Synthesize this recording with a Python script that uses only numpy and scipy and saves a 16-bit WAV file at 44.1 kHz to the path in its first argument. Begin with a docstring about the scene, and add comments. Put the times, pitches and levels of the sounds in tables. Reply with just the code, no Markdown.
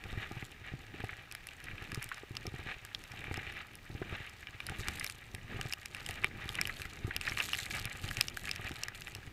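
"""On a snowy slope, a skier strides uphill, heard from a body-worn camera in a closed plastic case.
Each stride loads a ski, crunches the snow and shakes the camera mount; push-offs scrape, packed snow
creaks and a breeze rumbles on the case. Icy flakes tick against the shell and patter in flurries,
more thickly in the second half. Under it all lie a soft hiss of air and a faint electronic whine."""
import sys
import numpy as np
from scipy import signal
from scipy.fft import rfft, irfft, next_fast_len
from scipy.io import wavfile
from scipy.ndimage import uniform_filter1d

SR = 44100
rng = np.random.default_rng(int(sys.argv[2]) if len(sys.argv) > 2 else 0)


def bounce(signal):
    """Save signal as a 16-bit WAV file at the path given by the first command-line argument."""
    frames = np.transpose(np.atleast_2d(signal))
    limited = np.clip(frames, -1, 1)
    pcm = np.round(limited * 32767).astype(np.int16)
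    wavfile.write(sys.argv[1], SR, pcm)


N = 411012

# The tones of the mount's soft bounce and of the case's hollow knock: pitch_hz, fade_s, relative_db
BOUNCE_TONES = [(111.6, 0.069, 12.5), (58, 0.05, -15), (150, 0.016, -37)]
KNOCK_TONES = [(312, 0.025, -7), (384, 0.019, 11.5), (762, 0.019, 6.5), (1212, 0.047, -4.5),
               (1850, 0.036, -8)]
# Strides, each loading a ski and shaking the body: start_s, length_s, crunch_db, rumble_db
STRIDES = [(0.04, 0.387, -53.5, -51.5), (0.945, 0.31, -54, -51.5), (1.672, 0.51, -52, -51.5),
           (2.374, 0.41, -57.5, -55), (3.158, 0.46, -51, -51), (3.954, 0.3, -57, -47.5),
           (4.688, 0.38, -49, -48.5), (5.533, 0.17, -48.5, -45.5), (6.102, 0.16, -49, -55),
           (6.358, 0.6, -54, -52.5), (7.025, 0.62, -52.5, -51.5), (7.665, 0.26, -52, -49),
           (8.054, 0.25, -54.5, -50.5), (8.47, 0.33, -53.5, -51), (8.801, 0.19, -54.5, -77),
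           (9.18, 0.15, -60.5, -52.5)]
LIGHT_SNOW_DB = -69.5  # strength of the snowfall between flurries


def undb(db):
    """Turn decibels into a number to multiply a sound by."""
    return 10 ** (np.asarray(db) / 20)


def unit(x):
    """Scale a signal to an average (rms) level of 1."""
    return x / np.sqrt(np.mean(x ** 2) + 1e-20)


def even(x, span_s):
    """Hold the level near 1 over each span_s, keeping the quicker flickers."""
    return x / np.sqrt(np.abs(uniform_filter1d(x ** 2, int(span_s * SR))) + 1e-20)


def curve(rows):
    """Join (time_s, value) points with straight lines."""
    return np.interp(np.arange(N) / SR, *np.transpose(rows))


def swell(start_s, hold_s, rise_s, fall_s):
    """A gain that rises to 1 by start_s, holds and falls."""
    return curve([(start_s - rise_s, 0), (start_s, 1), (start_s + hold_s, 1),
                  (start_s + hold_s + fall_s, 0)])


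def wander(per_s):
    """A random drift of about 1 either way, heading for per_s new values a second."""
    targets = rng.standard_normal(8192)
    return unit(np.interp(np.arange(N) / SR * per_s, np.arange(len(targets)), targets))


def colour(x, outline):
    """Shape bass and treble to a (pitch_hz, relative_db) outline; clicks keep their sharp start."""
    size = next_fast_len(N + 8192, True)
    hz, db = np.transpose(outline)
    bin_hz = np.maximum(np.arange(size // 2 + 1) * SR / size, 1)
    gains = undb(np.interp(np.log(bin_hz), np.log(hz), db))
    cepstrum = irfft(np.log(gains), size)
    # fold the filter so that nothing rings ahead of a click
    cepstrum[1:size // 2] *= 2
    cepstrum[size // 2 + 1:] = 0
    return irfft(rfft(x, size) * np.exp(rfft(cepstrum)), size)[:N]


def fade(t, fade_s):
    """Die away by 60 dB in fade_s seconds."""
    return np.exp(-np.log(1000) * t / fade_s)


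def ring(t, hz, fade_s):
    """One tone that dies away after a hit."""
    return np.sin(2 * np.pi * hz * t) * fade(t, fade_s)


def struck(t, tones, retune=1):
    """A struck object rings with all its tones at once."""
    return sum(undb(db) * ring(t, hz * retune, fade_s) for hz, fade_s, db in tones)


def rough_hit(t, roughness, fade_s):
    """One sharp push with a dying tail of noise."""
    return (t == 0) + roughness * rng.standard_normal(len(t)) * fade(t, fade_s)


def at_level(sound, db, first_s=0.005):
    """Scale a short sound so that its opening has the given level."""
    return sound / sound[:int(first_s * SR)].std() * undb(db)


def add(out, start_s, sound):
    """Mix a sound in at start_s."""
    i = max(int(start_s * SR), 0)
    out[i:i + len(sound)] += sound[:max(N - i, 0)]


def grains(per_s, spread_db, cap):
    """Random clicks, many small and a few large, spanning spread_db times cap in size."""
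    hit = rng.random(N) < per_s / SR
    size = undb(spread_db * np.minimum(rng.exponential(size=N), cap))
    return unit(hit * size * rng.choice([-1, 1], N) / np.sqrt(per_s))


def through_case(x, share):
    """The plastic case rings along with a sound passing through it."""
    # Where the case rings: pitch_hz, width_hz, relative_db
    case_tones = [(802, 112, 4.5), (1233, 90, 3), (1680, 73, 1), (1920, 130, -3), (2360, 48, 3),
                  (2870, 890, 1), (3690, 140, 3.5), (5300, 540, -11)]
    ringing = sum(undb(db) * signal.lfilter(*signal.iirpeak(hz, hz / width_hz, SR), x)
                  for hz, width_hz, db in case_tones)
    return x + share * ringing


def ski_pressure(glide_db=-57, uneven_db=1.3):
    """How loud the crunch is: a light glide, each stride's weight and the push-offs, on uneven snow."""
    # A ski or pole scrapes harder until it lets go: peak_s, rise_s, level_db
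    push_offs = [(0.1, 0.015, -46), (0.23, 0.096, -42.5), (0.67, 0.073, -49), (1.1, 0.024, -49),
                 (1.22, 0.072, -55), (1.52, 0.14, -58), (1.82, 0.032, -45), (2.03, 0.14, -49),
                 (2.6, 0.056, -49), (2.701, 0.058, -38), (3.27, 0.04, -49), (3.36, 0.036, -45),
                 (3.48, 0.046, -44), (4.14, 0.041, -44.5), (4.23, 0.23, -46.5), (4.58, 0.1, -51),
                 (5.33, 0.044, -58), (5.84, 0.1, -55), (5.999, 0.087, -47), (6.43, 0.06, -43),
                 (6.6, 0.044, -44), (6.7, 0.03, -47.5), (7.281, 0.1, -41), (7.401, 0.017, -36.5),
                 (7.59, 0.04, -45.5), (7.75, 0.021, -38), (7.96, 0.13, -45.5), (8.06, 0.045, -47.5),
                 (8.19, 0.036, -43.5), (8.48, 0.033, -61), (8.66, 0.04, -46), (8.81, 0.04, -52)]
    power = undb(glide_db) ** 2
    for start_s, length_s, db, _ in STRIDES:
        power += (undb(db) * swell(start_s, length_s, rise_s=0.089, fall_s=0.026)) ** 2
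    for peak_s, rise_s, db in push_offs:
        power += (undb(db) * swell(peak_s, 0, rise_s, fall_s=0.058)) ** 2
    return np.sqrt(power) * undb(uneven_db * wander(per_s=14))


def snow_crunch(grains_per_s=2200, slips_per_s=48, gain_db=-0.04):
    """Snow gives way in sudden slips, each a dying spray of crystals, over the smooth rub of the ski."""
    dying = fade(np.arange(SR // 20) / SR, fade_s=0.035)
    # The tone of crushed snow: pitch_hz, relative_db
    snow_outline = [(300, -7.5), (600, -4), (1020, -8), (1400, -1), (1900, 2), (2500, -1), (3300, -10),
                    (4100, -11.5), (4800, -21.5), (7000, -23), (15000, -42.5)]
    sprays = 0
    for hz in (1300, 1820, 2600, 3300):
        slips = signal.fftconvolve(np.abs(grains(slips_per_s, spread_db=6, cap=2.73)), dying)[:N]
        sprays += signal.lfilter(*signal.iirpeak(hz, 2, SR), slips * rng.standard_normal(N))
    breaking = grains(grains_per_s, spread_db=3, cap=5.9)
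    rub = 0.42 * rng.standard_normal(N)
    snow = unit(colour(breaking + rub, snow_outline)) + unit(colour(sprays, snow_outline))
    return even(through_case(snow, share=1), span_s=0.24) * ski_pressure() * undb(gain_db)


def snowfall_db(patchy_db=1.24):
    """How strongly it snows: a thin, patchy fall with flurries on top."""
    # Flurries of fine snow reaching the case: start_s, length_s, strength_db
    flurries = [(1.478, 0.08, -65), (1.921, 0.12, -62), (3.329, 0.2, -65.5), (4.795, 0.3, -55.5),
                (5.663, 0.034, -59), (5.961, 0.05, -62), (6.079, 0.054, -59), (6.476, 0.35, -58.5),
                (6.888, 0.18, -64.5), (7.26, 0.1, -50), (7.388, 0.07, -47.5), (7.519, 0.13, -50),
                (7.73, 0.06, -47.5), (7.926, 0.33, -56.5), (8.358, 0.14, -57), (8.649, 0.16, -58.5),
                (8.97, 0.12, -58.5)]
    power = undb(LIGHT_SNOW_DB) ** 2
    for start_s, length_s, db in flurries:
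        power += (undb(db) * swell(start_s, length_s, rise_s=0.06, fall_s=0.07)) ** 2
    return 10 * np.log10(power) + patchy_db * wander(per_s=12)


def flake_patter(base_per_s=55, base_db=-72, thicken=0.52, vary_db=26, gain_db=2):
    """Small flakes patter on the case over a hiss of powder; thicker snow is denser and louder."""
    # The tone of the patter: pitch_hz, relative_db
    patter_outline = [(700, -10), (1500, 1), (2700, 8), (4200, 9.5), (5400, 2), (6500, 6.5), (8600, 5.5),
                      (11000, 1), (13000, 0.5), (15000, -4)]
    strength_db = snowfall_db()
    flakes_per_s = base_per_s * undb(thicken * (strength_db - base_db))
    flakes = np.abs(grains(flakes_per_s, spread_db=2, cap=3.5))
    dying = fade(np.arange(SR // 100) / SR, fade_s=0.0089)
    patter = 0
    for hz in (2900, 4200, 4980, 7540, 11450, 12600):
        # each flake shatters with its own mix of pitches
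        bursts = signal.fftconvolve(flakes * undb(-vary_db * rng.random(N)), dying)[:N]
        patter += signal.lfilter(*signal.iirpeak(hz, hz / 1900, SR), bursts * rng.standard_normal(N))
    powder = 0.46 * rng.standard_normal(N)
    snow = colour(unit(patter) + powder, patter_outline)
    return unit(through_case(snow, share=0.1)) * undb(strength_db + gain_db)


def rumble_strength(settle_db=6.5, gust_db=1.8):
    """How loud the rumble is: the body shakes as a stride begins, then settles, over a gusty breeze."""
    # The breeze on the case: time_s, strength_db
    breeze = [(0, -65), (0.55, -54), (0.8, -53.5), (1.3, -61), (1.55, -56), (2.2, -62), (3.0, -58.5),
              (3.75, -57), (4.5, -54.5), (5.8, -55.5), (6.3, -51.5), (8.3, -53), (9.32, -53)]
    power = undb(curve(breeze)) ** 2
    for start_s, length_s, _, db in STRIDES:
        easing_db = curve([(start_s, settle_db / 2), (start_s + length_s, -settle_db / 2)])
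        shake = swell(start_s, 0.82 * length_s, rise_s=0.07, fall_s=0.1)
        power += (undb(db + easing_db) * shake) ** 2
    return np.sqrt(power) * undb(gust_db * wander(per_s=9))


def wind_and_body_rumble(bumps_per_s=45, hollow_db=-5, gain_db=-1):
    """Air buffets the case, and the moving body shakes the mount in many small bumps."""
    # The deep tone of wind on the case: pitch_hz, relative_db
    wind_outline = [(12, -34), (22, 5.5), (45, -8), (75, -1.5), (115, -4), (165, -8), (240, -11),
                    (370, -13.5), (540, -21), (800, -28.5), (1500, -51.5)]
    t = np.arange(SR // 8) / SR
    mount = struck(t, BOUNCE_TONES) + undb(hollow_db) * struck(t, KNOCK_TONES)
    bumps = signal.fftconvolve(grains(bumps_per_s, spread_db=9, cap=2.63), mount)[:N]
    wind = through_case(colour(rng.standard_normal(N), wind_outline), share=0.67)
    return even(unit(wind) + unit(bumps), span_s=0.11) * rumble_strength() * undb(gain_db)


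def soft_air(level_db=-62):
    """A faint breeze sways a low murmur and a thin hiss."""
    # The tone of the air: pitch_hz, relative_db
    air_outline = [(12, -17), (25, 13.5), (60, 17.5), (130, 6.5), (250, -7), (1000, 1), (2000, -1.5),
                   (4000, -4), (6000, -8), (11000, -16.5), (15000, -14)]
    return unit(colour(rng.standard_normal(N), air_outline)) * undb(level_db + wander(per_s=6.4))


def camera_whine(pitch_hz=14625, level_db=-83):
    """The camera's electronics give one very soft, high tone."""
    return undb(level_db) * np.sin(2 * np.pi * pitch_hz * np.arange(N) / SR)


def small_ice_grains(count=30, wall_hz=2400, base_db=(-54, -65, -65), spread_db=2):
    """Rows of faint random hits for ice_ticks, more frequent and harder where the snow is thick."""
    lift_db = 0.56 * (snowfall_db() - LIGHT_SNOW_DB)
    fallen = np.cumsum(undb(lift_db))
    starts = np.searchsorted(fallen, fallen[-1] * rng.random(count))
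    chance = rng.standard_normal((count, 4))
    pitches_hz = wall_hz * np.exp(0.36 * chance[:, 0])
    levels_db = np.array(base_db) + lift_db[starts, None] + spread_db * chance[:, 1:]
    return np.column_stack([starts / SR, pitches_hz, levels_db]).tolist()


def ice_ticks(shell_hz=5250, hollow_db=-34, wall_gain_db=-1):
    """An ice grain cracks and crumbles on the case; the wall it hits and the stiff shell ring briefly."""
    # The larger grains: start_s, wall_pitch_hz, wall_db, shell_db, crack_db
    large_grains = [(0.039, 2300, -46, -61, -61), (0.32, 2100, -60, -61, -58), (0.517, 2400, -60, -64, -59),
                    (1.0042, 1920, -44, -67, -62), (1.3135, 2290, -48, -53, -60),
                    (1.3235, 2720, -52, -52, -48.5), (1.3505, 1920, -42.5, -50, -47),
                    (1.4701, 2060, -49, -53, -47), (1.6414, 2220, -66, -56, -52),
                    (1.9186, 2096, -42.5, -52, -51), (1.9463, 2190, -44.5, -42, -45),
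                    (2.0265, 2200, -45, -52, -45), (2.0425, 2170, -60, -56, -43),
                    (2.0905, 2300, -62, -58, -52), (2.1444, 2080, -55, -54, -54),
                    (2.353, 2400, -49, -61, -58), (2.3684, 2580, -42, -39.5, -66),
                    (2.4674, 2460, -47, -42.5, -70), (2.8503, 1870, -49, -56, -49),
                    (2.948, 3500, -36.5, -45, -62), (3.0387, 2600, -52, -56, -57),
                    (3.119, 2090, -56, -54, -59), (3.2417, 2260, -43.5, -69, -61),
                    (3.342, 1800, -40, -51, -51), (3.3725, 2200, -65, -50, -54),
                    (3.7543, 2890, -61, -58, -50), (4.296, 2630, -68, -58, -58),
                    (4.4709, 2430, -44, -59, -83), (4.6033, 2370, -40, -56, -59),
                    (4.667, 1800, -56, -44, -44), (4.6967, 2540, -44, -55, -49),
                    (4.8843, 2630, -35, -40.5, -42.5), (4.9972, 2650, -60, -43, -40.5),
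                    (5.0443, 2300, -38.5, -44, -41.5), (5.065, 2330, -45, -41.5, -46),
                    (5.0987, 2750, -43, -47, -44.5), (5.3487, 2600, -44.5, -54, -47),
                    (5.6126, 2600, -38, -49, -45), (5.725, 2340, -39.5, -38, -57),
                    (5.7353, 2670, -37, -41, -42.5), (5.8583, 2430, -44, -48, -46.5),
                    (5.9477, 2640, -41.5, -53, -50), (6.0634, 2770, -43, -50, -45),
                    (6.0895, 2000, -42.5, -55, -45), (6.1098, 2770, -44.5, -53, -47),
                    (6.2443, 2220, -25.5, -47, -42), (6.4914, 3100, -39, -48, -49),
                    (6.5536, 2820, -40, -49, -45.5), (6.6135, 2090, -32, -33.5, -37),
                    (6.654, 2780, -37, -55, -55), (6.6729, 2240, -41, -47, -42.5),
                    (6.8184, 2570, -42, -50, -50), (7.1643, 2650, -35.5, -36, -39),
                    (7.2123, 2510, -39, -47, -47.5), (7.2689, 2480, -38, -48, -66),
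                    (7.2965, 2570, -46, -42.5, -66), (7.3736, 2040, -34.5, -60, -65),
                    (7.3879, 2000, -39, -48, -51), (7.4018, 2570, -30, -46, -52),
                    (7.5331, 2840, -31.5, -44, -45), (7.5425, 2680, -38, -50, -53),
                    (7.549, 2080, -37.5, -49, -57), (7.6637, 2160, -43.5, -60, -57),
                    (7.7105, 2340, -41, -49.5, -54), (7.7504, 2120, -43, -51, -45.5),
                    (7.8545, 2460, -41, -46, -41.5), (8.089, 2980, -42.5, -50.5, -55),
                    (8.112, 1850, -38, -54, -51), (8.1699, 2590, -38, -46, -46),
                    (8.2106, 2760, -28.5, -26, -31), (8.2834, 2770, -41, -38.5, -65),
                    (8.372, 1690, -36.5, -60, -45.5), (8.4551, 2700, -45, -54, -49),
                    (8.4734, 1721, -40.5, -53, -57), (8.493, 2524, -37.5, -49, -49),
                    (8.5132, 2600, -39, -34.5, -58), (8.5606, 2360, -43, -46, -54),
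                    (8.8353, 2630, -39.5, -37, -40), (8.8838, 1810, -39, -47.5, -48),
                    (9.0197, 2800, -47.5, -50, -67), (9.0716, 2600, -43.5, -65, -74),
                    (9.1504, 2680, -46.5, -49, -48)]
    out, t = np.zeros(N), np.arange(SR // 25) / SR
    crack_band = signal.butter(2, [7000, 12000], "band", fs=SR, output="sos")
    wall_band = signal.butter(2, [1000, 4400], "band", fs=SR, output="sos")
    for start_s, wall_hz, wall_db, shell_db, crack_db in list(large_grains) + small_ice_grains():
        crumble = rough_hit(t, roughness=0.16, fade_s=0.011)
        wall_ring = ring(t, wall_hz, fade_s=0.0044) + undb(hollow_db) * struck(t, KNOCK_TONES)
        wall = signal.sosfilt(wall_band, signal.fftconvolve(crumble, wall_ring)[:len(t)])
        shell_ring = ring(t, shell_hz * (1 + 0.027 * rng.standard_normal()), fade_s=0.0035)
        shell = np.diff(signal.fftconvolve(crumble, shell_ring)[:len(t)], prepend=0)  # thins the bass
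        crack = signal.sosfilt(crack_band, rng.standard_normal(len(t)) * fade(t, fade_s=0.0019))
        add(out, start_s, at_level(wall, wall_db + wall_gain_db))
        add(out, start_s, at_level(shell, shell_db) + at_level(crack, crack_db))
    return through_case(out, share=0.74)


def mount_jolts(thud_gain_db=-1, knock_gain_db=6):
    """A jolt bounces the camera on its mount and knocks the case, with a short rattle."""
    # The harder jolts: start_s, bounce_hz, thud_db, knock_db
    jolts = [(0.129, 61.5, -39, -57.5), (0.175, 107, -36, -59), (0.313, 95, -49, -50.5),
             (0.367, 120, -40, -57), (0.426, 116, -42.5, -55), (0.737, 128, -37.5, -57),
             (0.942, 106, -52, -56.5), (1.001, 100, -48, -55.5), (1.039, 107, -41, -51),
             (1.733, 100, -42, -64), (1.928, 106, -43.5, -57), (1.975, 122, -37.5, -57.5),
             (2.234, 108, -67, -55.5), (2.308, 113.4, -42, -59), (2.454, 98, -51, -51.5),
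             (2.475, 97, -39.5, -54), (2.54, 121, -41, -54), (2.592, 83, -46, -59), (2.664, 106, -48, -57),
             (3.137, 105, -48, -59.5), (3.312, 94, -39, -50), (3.377, 114, -44, -51),
             (3.9, 111, -43.5, -59), (3.95, 106, -38, -57), (4.017, 112, -40.5, -45),
             (4.125, 101, -39, -53), (4.719, 102, -44, -53), (4.791, 76, -39.5, -64),
             (4.886, 88, -41.5, -57), (5.343, 102, -42.5, -63), (5.544, 106, -43, -57),
             (5.592, 130, -45, -52.5), (5.655, 123, -38, -57.5), (6.093, 96, -43, -54.5),
             (6.246, 88, -45.5, -52.5), (6.359, 103, -43.5, -62.5), (6.457, 88, -43, -57),
             (6.855, 77.2, -44.5, -63), (7.046, 105, -33, -54), (7.078, 116, -46, -52.5),
             (7.161, 84, -44, -59), (7.314, 91, -42.5, -57), (7.856, 116, -40, -77), (8.041, 104, -39, -69),
             (8.186, 124, -43, -68), (8.595, 110, -45, -56), (8.65, 110, -46, -58), (8.71, 104, -45, -52.5),
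             (9.274, 84, -45, -66)]
    out, t = np.zeros(N), np.arange(SR // 8) / SR
    for start_s, bounce_hz, thud_db, knock_db in jolts:
        thud = -struck(t, BOUNCE_TONES, retune=bounce_hz / BOUNCE_TONES[0][0])
        rattle = rough_hit(t, roughness=0.17, fade_s=0.024)
        knock = signal.fftconvolve(rattle, struck(t, KNOCK_TONES))[:len(t)]
        add(out, start_s, at_level(thud, thud_db + thud_gain_db, first_s=0.02))
        add(out, start_s, at_level(knock, knock_db + knock_gain_db, first_s=0.02))
    return out


def snow_creaks(gain_db=-1):
    """Packed snow gives way in a short run of slips that keep one pitch ringing."""
    # Short creaks: start_s, pitch_hz, strength_db
    creaks = [(0.424, 2050, -40.5), (1.0923, 1830, -38), (1.6835, 2170, -40), (2.0215, 2190, -40),
              (2.1155, 1530, -35), (3.312, 2100, -42), (4.0231, 1580, -41), (4.427, 2000, -45),
              (4.6874, 1550, -39), (5.0095, 1960, -34.5), (6.237, 2150, -33), (6.587, 2030, -30),
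              (6.695, 1990, -35), (6.8533, 2020, -40), (7.109, 1790, -33.5), (7.2762, 1980, -28.5),
              (7.32, 2170, -34.5), (7.5883, 2050, -36.5), (8.481, 2400, -38)]
    out, t = np.zeros(N), np.arange(SR // 25) / SR
    creak_band = signal.butter(2, [1200, 3200], "band", fs=SR, output="sos")
    for start_s, hz, db in creaks:
        slips = rough_hit(t, roughness=0.38, fade_s=0.026)
        ringing = signal.fftconvolve(slips, ring(t, hz, fade_s=0.006))[:len(t)]
        add(out, start_s, at_level(signal.sosfilt(creak_band, ringing), db + gain_db))
    return through_case(out, share=0.077)


def scene():
    """All the sounds meet in one microphone."""
    ongoing = snow_crunch() + flake_patter() + wind_and_body_rumble() + soft_air() + camera_whine()
    return (ongoing + ice_ticks() + mount_jolts() + snow_creaks())[None]


def record(dry):
    """The camera cuts the highest treble, above 15400 Hz."""
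    return signal.sosfilt(signal.ellip(8, .2, 70, 15400, fs=SR, output="sos"), dry)


dry = scene()
out = record(dry)
bounce(out)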